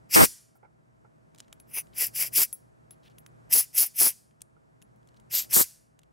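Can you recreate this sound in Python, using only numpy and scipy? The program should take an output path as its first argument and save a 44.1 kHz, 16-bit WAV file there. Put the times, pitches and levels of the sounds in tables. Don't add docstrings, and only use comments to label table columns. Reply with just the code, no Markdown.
import sys
import numpy as np
from scipy import signal
from scipy.fft import rfft, irfft, next_fast_len
from scipy.io import wavfile
from scipy.ndimage import uniform_filter1d, map_coordinates

SR = 44100
rng = np.random.default_rng(int(sys.argv[2]) if len(sys.argv) > 2 else 0)


def persist_wave(psi):
    counts = np.round(np.clip(psi, -1, 1) * 32767).astype(np.int16)
    wavfile.write(sys.argv[1], SR, np.atleast_2d(counts).T)


def boost_factor(decibels):
    exponent = np.asarray(decibels, float) / 20
    return 10 ** exponent


N = 269892
T = np.arange(N) / SR
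HIT_T = np.arange(SR // 6) / SR

# frequency in Hz, side minus mid in dB.
WIDTH = [(300, -19), (2000, -18), (4000, -24.5), (8500, -24), (10000, -15), (13000, -13), (15500, -10)]
# frequency in Hz, level in dB, T60 in seconds.
CASTING = [(8705, -19, 0.076), (9356, -14, 0.052), (9846, -24, 0.078), (10100, -14, 0.11),
           (10730, -3, 0.068), (11080, 0, 0.082), (12860, -5, 0.092), (13640, -34, 0.13),
           (14390, -18, 0.092), (15020, -17, 0.078), (15670, -19, 0.11)]
# frequency in Hz, level in dB.
CRACK = [(800, -2.5), (1800, -4), (3000, 3.5), (5000, -4), (7000, 2), (11000, -9), (13500, -11.5),
         (16000, -22)]


def unit(x):
    return x / np.sqrt(np.mean(x ** 2) + 1e-20)


def along(points, hz):
    f, v = np.transpose(points)
    return np.interp(np.log(hz + 1), np.log(f + 1), v)


def curve(points):
    return lambda hz: boost_factor(along(points, hz))


def peaks(modes, hz):
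    power = 0
    for centre, width, db in modes:
        damped = (hz * width) ** 2
        power = power + boost_factor(db) ** 2 * damped / ((centre * centre - hz * hz) ** 2 + damped)
    return np.sqrt(power)


def steep(modes, hz, order=2):
    return np.sqrt(sum(boost_factor(db) ** 2 * peaks([(c, w, 0)], hz) ** (2 * order) for c, w, db in modes))


def filtered(x, gain):
    m = next_fast_len(x.shape[-1] + 8192)
    return irfft(rfft(x, m) * gain(np.fft.rfftfreq(m, 1 / SR)), m)[..., :x.shape[-1]]


def noise(gain, count=N):
    return unit(filtered(rng.standard_normal(count), gain))


def wobble(rate):
    return map_coordinates(rng.standard_normal(int(N * rate / SR) + 4), [T * rate])


def gate(start, end, slope_db):
    outside_s = np.clip(np.maximum(start - T, T - end), 0, None)
    return boost_factor(-slope_db * outside_s)


def gain_control():
    # time in seconds, room level in dB.
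    pulls = [
        (0, -68),
        (0.22, -76.5),
        (2.41, -72),
        (3.59, -73.5),
        (3.81, -74),
        (4.06, -75.5),
        (5.59, -76.5),
    ]
    recover_db_per_s, duck_s = 5.5, 0.06
    s, db = np.transpose(pulls)
    last = np.maximum(np.searchsorted(s, T) - 1, 0)
    level_db = db[last] + recover_db_per_s * (T - s[last])
    return boost_factor(uniform_filter1d(level_db, round(duck_s * SR)))


def workshop():
    # frequency in Hz, width in Hz, level in dB.
    machine_modes = [(58.7, 20, -6), (122, 27, -3.5), (155, 21, -4.5), (211, 19, -6.5), (345.9, 5.1, -11)]
    # frequency in Hz, level in dB.
    mains_lines = [(119.5, 3.5), (155.5, -2), (646, -8)]
    # frequency in Hz, level in dB per Hz.
    air_mid = [(25, -35), (43, -17.5), (123, -13.5), (217, -12), (340, -17), (775, -22.5), (1500, -28),
               (3500, -41.5), (5000, -40), (7000, -40), (8000, -38.5), (9000, -42.5), (12000, -44.5),
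               (12800, -63.5), (14000, -87)]
    # frequency in Hz, level in dB per Hz.
    air_side = [(25, -22.5), (64, -5), (300, -6.5), (800, -12.5), (1650, -20), (3000, -37.5), (6000, -48.5),
                (12000, -59), (13500, -89.5)]
    mid = boost_factor(1) * noise(curve(air_mid))
    mid += boost_factor(2) * noise(lambda hz: steep(machine_modes, hz))
    for hz, db in mains_lines:
        drift = 0.7 * wobble(5)
        mid += boost_factor(db + 1.2 * wobble(4.3)) * np.sin(2 * np.pi * hz * T + drift)
    side = boost_factor(9.5) * noise(curve(air_side))
    return gain_control() * np.array([mid, side])


def valve(t, squeezes, surge_db):
    open_power, shut_power = 2.6, 2.8
    surge_s = 0.016
    choke_at_db, choke_db = -28.8, 3.8

    def travel(start, end):
        return np.clip((t - start) / (end - start), 1 / 100, 1)

    power, surge = 0, 0
    for crack, wide, let_go, shut, db in squeezes:
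        pressure = boost_factor(db) * travel(crack, wide) ** open_power * travel(shut, let_go) ** shut_power
        power = power + pressure ** 2
        surge = surge + surge_db * np.exp(-abs(t - wide) / surge_s)
    flow_db = 10 * np.log10(power)
    return flow_db + choke_db * (1 + np.tanh(flow_db - choke_at_db)) / 2, surge


def halves(x):
    def level(lo, hi):
        return filtered(x[0], lambda hz: 1.0 * (hz > lo) * (hz < hi)).std()

    lower = filtered(x, lambda hz: 1 / (1 + (hz / 8600) ** 10))
    return np.array([lower / level(3500, 8000), (x - lower) / level(9000, 16000)])


def low_pass(cutoff):
    return lambda hz: 1 / (1 + (hz / cutoff) ** 4)


def jet():
    # valve cracks, fully open,
    # let go and shut in seconds, hiss level in dB.
    trigger = [
        [(0.083, 0.146, 0.253, 0.288, -26)],
        [(1.657, 1.709, 1.753, 1.801, -53), (1.723, 1.745, 1.79, 1.836, -32.5)],
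        [(1.928, 2.008, 2.045, 2.118, -28.7), (2.129, 2.16, 2.269, 2.307, -33.9),
         (2.111, 2.201, 2.238, 2.26, -30.5), (2.31, 2.363, 2.43, 2.479, -23.8)],
        [(3.488, 3.532, 3.598, 3.674, -23.5), (3.718, 3.784, 3.828, 3.913, -23.7),
         (3.928, 4.005, 4.08, 4.147, -23.3)],
        [(5.291, 5.339, 5.392, 5.48, -28.4)],
        [(5.483, 5.545, 5.619, 5.668, -23.6)],
    ]
    # frequency in Hz, width in Hz, level in dB.
    cavities = [
        [(2400, 2500, -7.5), (5340, 2500, -3.5), (8700, 2300, 0.5), (10900, 3000, -7), (14200, 3000, -5)],
        [(690, 1500, -27), (2460, 900, -10.5), (5060, 410, -13), (6020, 710, -11.5), (10030, 520, 10.5),
         (13040, 2000, 5), (15400, 900, -4)],
        [(700, 1000, -21), (2490, 1900, -12.5), (5070, 2000, -8.5), (7500, 1700, -5), (9990, 1500, -5.5),
         (12340, 3000, 0.5), (15290, 1300, -4)],
        [(729, 1500, -30), (2530, 2000, -19), (5220, 1640, -9.5), (7600, 5600, -12.5), (10800, 1200, 1.5),
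         (13160, 1500, -2.5), (14700, 1600, -6)],
        [(620, 580, -22), (3300, 3900, -13), (5040, 2800, -6.5), (7500, 2600, -6), (10300, 2200, -13),
         (12300, 1200, 4), (15240, 1180, -5)],
        [(1500, 3600, -20), (3300, 1050, -13), (4770, 2700, -4.5), (7750, 4300, 1.5), (11140, 1500, 1.5),
         (12660, 2200, 3.5), (15060, 2400, -2.5)],
    ]
    # room send in dB, level where half turbulent in dB,
    # lower hiss in dB, opening surge in dB, pipe stretch as a ratio.
    seats = [
        (-13, -25.5, -5, 2.9, 1.0),
        (-29, -62.5, -10.5, -2.5, 1.01),
        (-27, -23, -9, 0.6, 1.0),
        (-25.5, -32, -11.5, 1.4, 1.045),
        (-23, -63, -4, -1.8, 1.015),
        (-19.5, -38, -7, 1.2, 1.03),
    ]
    # frequency in Hz, width in Hz, level in dB.
    pipe = [(600, 1400, -28), (2454, 1800, -9.5), (5080, 1200, -4.5), (5860, 1600, -7.5),
            (7600, 1400, -7.5), (10054, 1400, -0.5), (12070, 1100, -2.5), (12900, 920, 1),
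            (15600, 1000, -7.5)]
    # time in seconds, lift in dB.
    squeals = [(1.815, 5), (1.986, 8.5), (2.069, 9.5), (2.154, 4.5), (2.339, 7), (2.452, 4), (3.54, 4.5),
               (3.753, 7), (3.784, 4), (3.865, 5), (3.965, 5), (5.32, 3), (5.354, 3.5), (5.422, 6),
               (5.513, 3), (5.541, 3)]
    # frequency in Hz, level in dB per Hz.
    far_colour = [(300, -32), (1500, -22), (3800, -16.5), (4800, -5), (8000, -4), (11000, -1.5),
                  (14000, -6), (16000, -8)]
    squeal_s, turbulence_lag_s = 0.004, 0.018
    sing_at_db, sing_range_db, sing_db = -42, 3.7, 2.4
    lower_surge, lower_lingers = 2.9, 0.09
    bass_lingers, bass_hz = 0.22, 2300

    out, send = np.zeros((2, N)), np.zeros(N)
    squeal_db = sum(db * np.exp(-((T - s) / squeal_s) ** 2) for s, db in squeals)
    for squeezes, cavity, seat in zip(trigger, cavities, seats):
        send_db, full_db, lower_db, surge_db, stretch = seat
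        span = slice(round(squeezes[0][0] * SR), round(squeezes[-1][3] * SR))
        t = T[span]
        flow_db, surge = valve(t, squeezes, surge_db)
        singing = sing_db * np.exp(-((flow_db - sing_at_db) / sing_range_db) ** 2)
        level_db = flow_db + surge + singing + squeal_db[span]

        settled_db = np.minimum(level_db, np.interp(t - turbulence_lag_s, t, level_db))
        full = 1 / (1 + np.exp(-(settled_db - full_db) / 2.2))
        white = rng.standard_normal((2, 2, len(level_db)))
        sung = halves(filtered(white[0], lambda hz: steep(pipe, hz / stretch, order=3)))
        blown = halves(filtered(white[1], lambda hz: steep(cavity, hz)))
        lower, upper = np.sqrt(1 - full) * sung + np.sqrt(full) * blown

        shy_db = np.minimum(flow_db.max() - flow_db, 40)
        bass_gain = boost_factor(bass_lingers * shy_db - lower_surge * surge)
        lower += filtered(lower, low_pass(bass_hz)) * (bass_gain - 1)
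        below_db = flow_db + lower_db + lower_surge * surge + lower_lingers * shy_db
        out[:, span] += boost_factor(level_db) * upper + boost_factor(below_db) * lower
        send[span] += boost_factor(level_db + send_db)

    out *= boost_factor(0.68 * wobble(60) + 0.92 * wobble(300))
    gurgle = filtered(out[0], low_pass(1500))
    out[0] += gurgle * (boost_factor(4.5 * wobble(45)) - 1)
    lean = filtered(out[0], lambda hz: (0.17 + 0.33j) * hz ** 8 / (hz ** 8 + 9000 ** 8))
    side = lean + filtered(out[1], curve(WIDTH))
    return np.array([out[0], side]), send * noise(curve(far_colour))


def walls(x):
    # frequency in Hz, T60 in seconds.
    decay = [(300, 0.37), (2000, 0.58), (5000, .42), (10000, 0.4), (16000, 0.25)]
    hz, t, z = signal.stft(rng.standard_normal((2, SR // 2)), SR, nperseg=256)
    fading = z * boost_factor(-60 * t / along(decay, hz)[:, None])
    tail = signal.istft(fading, SR, nperseg=256)[1]
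    wet = signal.fftconvolve(x[None], tail / np.linalg.norm(tail[0]), axes=1)[:, :N]
    return np.array([wet[0], filtered(wet[1], lambda f: boost_factor(along(WIDTH, f) + 7))])


def draught():
    # start and end in seconds, level in dB, lump depth in dB, # mid level
    # relative to side in dB.
    gusts = [
        (0.163, 0.241, -11.5, 1.5, -14),
        (2.38, 2.427, -39, 6, -6.5),
        (3.551, 3.584, -31, 3, -21.5),
        (3.786, 3.832, -39.5, 2, -22.5),
        (4.019, 4.01, -26, -2, -4.5),
        (4.016, 4.072, -31.5, 4, -9),
        (5.566, 5.613, -22.5, 2, -15.5),
    ]
    # frequency in Hz, level in dB per Hz.
    eddy_colour = [(18, -45), (30, -7), (336, 1.5), (512, -1), (625, -3.5), (714, -4), (1020, -2),
                   (2160, -9.5), (3150, -23), (6000, -30.5), (7800, -61), (13200, -120)]
    push = curve(eddy_colour)
    lumps, out = wobble(70), 0
    shared = noise(lambda hz: push(hz) * (1 + hz / 2500) * hz / (hz + 60))
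    opposed = noise(push)
    slow = noise(lambda hz: push(hz) / (1 + (hz / 200) ** 2))
    for start, end, db, lump_db, shared_db in gusts:
        eddies = gate(start, end, slope_db=1502.5) * np.array([boost_factor(shared_db) * shared, opposed])
        wake = boost_factor(-29.5) * (T > end) * gate(start, end, slope_db=250) * slow * [[0.4], [1]]
        out = out + boost_factor(db + lump_db * lumps) * (eddies + wake)
    return out


def burst(gain, t60, rise):
    return noise(gain, count=len(HIT_T)) * boost_factor(-60 * HIT_T / t60) * (1 - np.exp(-HIT_T / rise))


def add(out, s, mid, other, pan_db):
    side = np.tanh(pan_db * np.log(10) / 40) * mid + other
    out[:, round(s * SR):][:, :len(mid)] += [mid, side]


def knocks(out):
    # time in seconds, peak level in dB.
    bumps = [
        (0.554, -62),
        (0.629, -51),
        (0.647, -51.5),
        (1.046, -55.5),
        (4.565, -62),
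    ]
    # frequency in Hz, width in Hz, level in dB.
    hollow = [(463, 200, -4.5), (835, 200, 0), (1368, 170, -1.5), (2150, 270, -14)]
    for s, db in bumps:
        mid, other = (burst(lambda f: steep(hollow, f), t60=0.072, rise=0.0012) for _ in range(2))
        add(out, s, boost_factor(db - 1.5) * mid, boost_factor(db - 1) * other, pan_db=-12.5)


def scrapes():
    # start and end in seconds, level in dB, centre frequency in Hz.
    slides = [
        (0.555, .576, -73, 12000),
        (2.92, 2.944, -74, 3500),
        (3.033, 3.048, -70, 3300),
        (3.052, 3.083, -63, 2740),
        (3.103, 3.121, -72, 3300),
        (5.166, 5.175, -68.5, 4000),
        (1.425, 1.447, -74.5, 3500),
        (1.936, 1.935, -57, 3000),
    ]
    out, grain = np.zeros(N), boost_factor(5 * np.tanh(wobble(370)) / 2)
    metal = [(c, 120, 0) for c, *_ in CASTING]
    for start, end, db, hz in slides:
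        span = slice(round((start - 0.03) * SR), round((end + 0.036) * SR))
        friction = noise(lambda f: peaks([(hz, 1.3 * hz, 0)], f) ** 3 + boost_factor(-11) * steep(metal, f),
                         count=len(out[span]))
        out[span] += boost_factor(db) * gate(start, end, slope_db=2500)[span] * friction
    return out * grain


def ring(struck_hz, upper_db, damping):
    out = 0
    for hz, db, t60 in CASTING:
        favour_db = 6 * (abs(hz - struck_hz) < 200) + upper_db * (hz > 12200)
        level_db = 0.68 * db + favour_db + rng.normal(0, 2)
        out = out + boost_factor(level_db - 60 * HIT_T * damping / t60) * np.sin(2 * np.pi * hz * HIT_T)
    return out


def taps(out):
    # time in seconds, peak level in dB, ring relative to it in dB,
    # favoured mode in Hz, upper modes relative in dB.
    strikes = [(1.3473, -42, -20.5, 9370, -29), (1.3843, -40, -17.5, 10600, -24),
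               (1.5273, -30, -19, 9960, -28), (1.5998, -41.5, -11, 11100, -23),
               (2.5281, -35, -1, 11230, -8), (2.9082, -40, -7, 11160, -26), (3.0989, -53, -24, 10100, -25),
               (3.1834, -40, -10, 11370, -17), (3.263, -36.5, -15.5, 10100, -25),
               (4.8237, -42.5, -13, 10000, -28), (4.9594, -64.5, -11, 13400, -15.5),
               (5.0733, -49.5, -15, 8520, -33), (5.1991, -48.5, -16, 10800, -27)]
    crack = curve(CRACK)
    for s, db, ring_db, hz, upper_db in strikes:
        dull = np.clip(ring_db / -4.5, 0.3, 1)
        damping = 1.0 + 0.026 * abs(ring_db + 4)

        def strike():
            hit = burst(lambda f: crack(f) * f / (f + 1 + 7000 * (1 - dull)), t60=0.012 * dull, rise=0.00022)
            ringing = boost_factor(1.88 * ring_db + 4.5) * ring(hz, upper_db - ring_db + 8, damping)
            return hit * boost_factor(-7) * np.sqrt(dull) + ringing

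        mid, other = strike(), strike()
        add(out, s, boost_factor(db) * mid, boost_factor(db - 12) * other, pan_db=-0.2)


def ticks(out):
    # time in seconds, peak level in dB, colour in Hz, sharpness in dB.
    grit = [(1.3594, -48, 4190, -20), (1.3788, -47.5, 7100, -16), (1.3922, -45, 4200, -29),
            (1.396, -43, 7300, -13), (1.4025, -27.5, 6160, -22), (1.481, -50, 2050, -24),
            (1.8694, -49, 2790, -22), (4.31, -58, 2240, -17), (4.407, -46, 8000, -8),
            (4.4174, -26.5, 8300, -28.5), (4.817, -41.5, 2900, -12), (5.0294, -59, 3360, -19),
            (5.088, -49, 4900, -18), (5.1174, -64, 2000, -17.5), (5.143, -53, 3100, -24.5),
            (5.9907, -41, 8730, -15.5), (6.0163, -58, 3070, -18), (6.0327, -48, 3280, -17)]
    crack = curve(CRACK)
    for s, db, hz, sharp_db in grit:
        colour = lambda f: crack(f) * boost_factor(sharp_db + 15.5) + steep([(hz, 0.53 * hz, 0)], f)
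        mid, other = (burst(colour, t60=0.013, rise=0.00067) for _ in range(2))
        add(out, s, boost_factor(db - 5.5) * mid, boost_factor(db - 17) * other, pan_db=-0.6)


def handling():
    out = np.zeros((2, N + SR))
    knocks(out)
    out[0, :N] += scrapes()
    taps(out)
    ticks(out)
    return out[:, :N]


def scene():
    hiss, send = jet()
    hands = handling()
    room = walls(send + boost_factor(-27) * hands[0])
    mid, side = hiss + hands + room + draught() + workshop()
    return np.array([mid + side, mid - side])


def top_cut(x):
    return signal.sosfilt(signal.butter(12, 16640, fs=SR, output="sos"), x)


def record(dry):
    soft = dry / (1 + np.abs(dry / 0.46) ** 5) ** (1 / 5)
    mix = filtered(soft, lambda hz: boost_factor(-45) + 1 / (1 + (hz / 15800) ** 200))
    return top_cut(mix)


dry = scene()
out = record(dry)
persist_wave(out)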